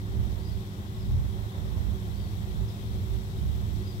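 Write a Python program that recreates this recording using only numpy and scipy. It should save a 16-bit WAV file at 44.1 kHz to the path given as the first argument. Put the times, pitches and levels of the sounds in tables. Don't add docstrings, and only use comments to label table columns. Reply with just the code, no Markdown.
import sys
import numpy as np
from scipy import signal
from scipy.fft import rfft, irfft
from scipy.io import wavfile
from scipy.ndimage import uniform_filter1d

SR = 44100
rng = np.random.default_rng(int(sys.argv[2]) if len(sys.argv) > 2 else 0)


def persist_wave(psi):
    counts = np.round(np.clip(psi, -1, 1) * 32767).astype(np.int16)
    wavfile.write(sys.argv[1], SR, np.atleast_2d(counts).T)


N = 176400

# f/Hz, left relative level/dB, right relative level/dB
WIND_SPECTRUM = [(5, -47, -38), (19.7, -23, -24), (31, 0, -24), (44, -18, 1), (59.7, -14.5, 10), (87, 3, 3),
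                 (118.3, -0.5, -6), (156.4, -14.5, -22), (221, -24.5, -26), (384, -46, -52),
                 (2000, -110, -110)]
# t/s, left relative level/dB, right relative level/dB
GUSTS = [(0.0, -60, -31), (0.09, -44, -30.5), (0.2, -28, -21), (0.3, -41, -24.5), (0.47, -47, -30),
         (0.56, -38, -24), (0.63, -46, -37), (0.8, -51, -39), (0.93, -38, -37), (1.03, -32, -30),
         (1.15, -22, -19.5), (1.3, -38, -27), (1.46, -57, -28.5), (1.53, -61, -51), (1.58, -45, -26),
         (1.7, -36, -27.5), (1.8, -36, -21.5), (1.94, -40, -23.5), (1.99, -46, -34.5), (2.12, -41, -27.5),
         (2.26, -37, -30), (2.52, -35.5, -28.5), (2.62, -33.5, -22), (2.72, -40, -38), (2.95, -30.5, -26.5),
         (3.05, -34, -29.5), (3.16, -42, -21), (3.26, -44, -34), (3.35, -35, -33), (3.44, -29.5, -21),
         (3.6, -33, -26.5), (3.76, -39.5, -25.5), (3.87, -40, -32), (4.0, -33, -35)]
# f/Hz, spectrum level/dB
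TRAFFIC_SPECTRUM = [(20, -107), (50, -74.5), (95, -55.5), (140, -71), (188, -69), (212, -68), (250, -75),
                    (420, -79), (520, -81.5), (720, -81.5), (1000, -84.5), (1500, -89.5), (1950, -89.5),
                    (2500, -101), (3400, -105), (7000, -125)]
# f/Hz, correlation (limited to -1..1 in use)
TRAFFIC_CORRELATION = [(60, 0.61), (210, 0.89), (370, 0.81), (520, 0.46), (800, -0.012), (1000, -0.22),
                       (1250, -0.48), (1800, -0.68), (2600, -0.043), (3400, -1.1)]
# t/s, relative level/dB
TRAFFIC_ENVELOPE = [(0.0, -56.5), (0.24, -51.5), (0.58, -58.5), (1.3, -54), (1.55, -52.5), (1.95, -52),
                    (2.15, -54.5), (3.0, -56), (3.6, -54), (4.0, -55.5)]
# f/Hz, rms pitch wander/Hz, level/dB, rms level wander/dB
ENGINE_TONES = [(105.63, 1.3, -39.5, 1.64), (198.9, 2.55, -46, 1), (379.2, 3.965, -54.5, 3)]
# centre f/Hz, bandwidth/Hz, level/dB
ENGINE_NOISE = [(141, 3.9, -52.5), (161.2, 11.7, -48.5), (176.6, 7.1, -52.5), (292.7, 31, -60),
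                (315.9, 4.7, -60.5), (368.6, 19.3, -55.5), (461, 8, -69), (1083, 22, -70), (1987, 59, -68)]
# t/s, gain/dB
ENGINE_ENVELOPE = [(0, 2), (0.65, -0.5), (1.05, -0.8), (2.0, 0.15), (2.9, -0.3), (3.6, 1), (4, 1)]
# f/Hz, left spectrum level/dB, right spectrum level/dB
HISS_SPECTRUM = [(1180, -105, -108), (2160, -93.5, -95), (2980, -90, -100.5), (3200, -84.5, -100.5),
                 (3820, -85, -100), (4250, -90, -103.5), (5100, -93.5, -103.5), (5300, -90.5, -103.5),
                 (6090, -92.5, -105), (6660, -100, -101), (6980, -97, -108), (7480, -92, -107),
                 (7880, -95.5, -105), (8740, -99.3, -112), (9700, -96, -115), (10900, -100.5, -109),
                 (12200, -99.5, -109), (13100, -93, -110.5), (14300, -96, -110.5), (15000, -99.5, -110.5),
                 (15800, -96, -111)]
# t/s, gain/dB
HISS_ENVELOPE = [(0, -0.5), (1.2, -0.3), (2.2, 0.75), (4, 0.95)]
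# centre t/s, level/dB
LEAF_CONTACTS = [(.32, -64), (.675, -65), (.74, -63), (1.78, -64), (3.3, -64), (3.76, -65)]
# onset t/s, duration/s, top f/Hz, level/dB, left minus right/dB
BIRD_WHISTLES = [(.355, .195, 4950, -61, 10), (1.44, .19, 3730, -61.5, 0), (2.09, .2, 4720, -62.5, 8),
                 (3.78, .175, 4970, -61, 9)]
WHISTLE_ARCH = [(0, .8), (.2, .89), (.38, .975), (.6, 1), (.78, .96), (1, .83)]
# onset t/s, duration/s, top f/Hz, fractional fall, level/dB, left minus right/dB
BIRD_CHIPS = [(.985, .055, 5300, .16, -62, 12), (2.678, .026, 5400, .24, -57.5, 13),
              (2.735, .035, 2650, .1, -64.5, 4), (2.8, .035, 3300, .1, -64, 4),
              (2.915, .035, 4300, .1, -65, 12)]


def from_db(db):
    return 10 ** (np.asarray(db) / 20)


def unit_rms(x):
    return x / np.sqrt(np.mean(x ** 2) + 1e-20)


def over_time(rows):
    times, *columns = np.transpose(rows)
    return np.array([np.interp(np.arange(N) / SR, times, c) for c in columns])


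def over_frequency(rows):
    hz, *columns = np.transpose(rows)
    bin_hz = np.maximum(np.arange(N // 2 + 1) * SR / N, 1)
    return np.array([np.interp(np.log(bin_hz), np.log(hz), c) for c in columns])


def panned(pan_db):
    return from_db(np.array([[.5], [-.5]]) * pan_db)


def drift(corner_hz):
    step, settle = 40, 2000
    pole = np.exp(-2 * np.pi * corner_hz * step / SR)
    white = rng.standard_normal(N // step + settle + 2)
    slow = signal.lfilter([1], [1, -2 * pole, pole * pole], white)[settle:]
    return np.interp(np.arange(N) / step, np.arange(len(slow)), unit_rms(slow))


def shaped_spectra(rows):
    white = rfft(rng.standard_normal((2, N))) * np.sqrt(SR / 2)
    return white * from_db(over_frequency(rows))


def wind(eddy_s=0.021, evenness=0.84, split_hz=39, brightening=0.12, gain_db=-2.5):
    gust_db = over_time(GUSTS)
    eddies = irfft(shaped_spectra(WIND_SPECTRUM), N)
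    power = eddies ** 2
    for _ in range(2):
        power = uniform_filter1d(power, int(eddy_s * SR), axis=1)
    eddies = unit_rms(eddies / (power + 1e-12) ** (evenness / 2))
    low = signal.sosfiltfilt(signal.butter(2, split_hz, fs=SR, output="sos"), eddies)
    upper_gain = from_db(brightening * (gust_db - gust_db.mean(axis=1, keepdims=True)))
    return from_db(gain_db + gust_db) * (low + upper_gain * (eddies - low))


def traffic(swell_share=0.42, flutter_db=1):
    mid, side = shaped_spectra(TRAFFIC_SPECTRUM)
    correlation = np.clip(over_frequency(TRAFFIC_CORRELATION), -1, 1)
    in_phase = np.sqrt((1 + correlation) / 2) * mid
    antiphase = np.sqrt((1 - correlation) / 2) * side * [[1], [-1]]
    swell_db = over_time(TRAFFIC_ENVELOPE)
    gain_db = swell_share * (swell_db - swell_db.mean()) + flutter_db * drift(19)
    return irfft(in_phase + antiphase, N) * from_db(gain_db)


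def engine(wander_rate_hz=9.38, left_delay_s=0.0002):
    drone, t = np.zeros(N), np.arange(N) / SR
    for hz, wander_hz, level_db, wander_db in ENGINE_TONES:
        phase = 2 * np.pi * np.cumsum(hz + wander_hz * drift(wander_rate_hz)) / SR
        tone = np.sin(phase) * from_db(wander_db * drift(wander_rate_hz))
        drone += from_db(level_db) * unit_rms(tone)
    for hz, width_hz, level_db in ENGINE_NOISE:
        band = signal.butter(2, [hz - width_hz / 2, hz + width_hz / 2], "band", fs=SR, output="sos")
        noise = signal.sosfilt(band, rng.standard_normal(N + SR))[SR:]
        drone += from_db(level_db) * unit_rms(noise)
    left = np.interp(t - left_delay_s, t, drone)
    return from_db(over_time(ENGINE_ENVELOPE)) * np.array([left, drone])


def microphone_hiss(flicker_db=.3):
    gain_db = over_time(HISS_ENVELOPE) + flicker_db * drift(14)
    return irfft(shaped_spectra(HISS_SPECTRUM), N) * from_db(gain_db)


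def leaves(clicks_per_s=2500, band_hz=(3800, 6800), half_length_s=.016):
    t = np.arange(N) / SR
    clicks = rng.standard_normal((2, N)) * (rng.random((2, N)) < clicks_per_s / SR)
    band = signal.butter(2, band_hz, "band", fs=SR, output="sos")
    rustle = unit_rms(signal.sosfilt(band, clicks))
    envelope = sum(from_db(level_db) * np.exp(-((t - centre) / half_length_s) ** 2)
                   for centre, level_db in LEAF_CONTACTS)
    return panned(pan_db=12) * envelope * rustle


def bird_notes(rows, contour, waver_share=.016, flutter_db=2.2):
    calls, t = np.zeros((2, N)), np.arange(N) / SR
    for start, length, top_hz, *shape, level_db, pan_db in rows:
        progress = np.clip((t - start) / length, 0, 1)
        hz = top_hz * contour(progress, *shape) * (1 + waver_share * drift(90))
        swell = np.sqrt(np.abs(np.sin(np.pi * progress ** 1.6)))
        envelope = swell * from_db(level_db + flutter_db * drift(65))
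        calls += panned(pan_db) * envelope * np.sin(2 * np.pi * np.cumsum(hz) / SR)
    return calls


def birds():
    whistles = bird_notes(BIRD_WHISTLES, lambda u: np.interp(u, *np.transpose(WHISTLE_ARCH)))
    chips = bird_notes(BIRD_CHIPS, lambda u, fall: 1 - fall * u ** 2.5)
    return whistles + chips


def tree_echo(calls, t60_s=.7):
    t = np.arange(SR) / SR
    response = rng.standard_normal((2, SR)) * from_db(-60 * t / t60_s)
    response /= np.sqrt(np.sum(response ** 2, axis=1, keepdims=True))
    return panned(pan_db=4) * signal.fftconvolve(calls, response, axes=1)[:, :N]


def scene():
    background = wind() + traffic() + engine() + microphone_hiss() + leaves()
    calls = birds()
    return background + calls + tree_echo(calls)


def record(dry):
    cutoff_hz = 15750
    return signal.sosfilt(signal.ellip(12, .1, 80, cutoff_hz, fs=SR, output="sos"), dry)


dry = scene()
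out = record(dry)
persist_wave(out)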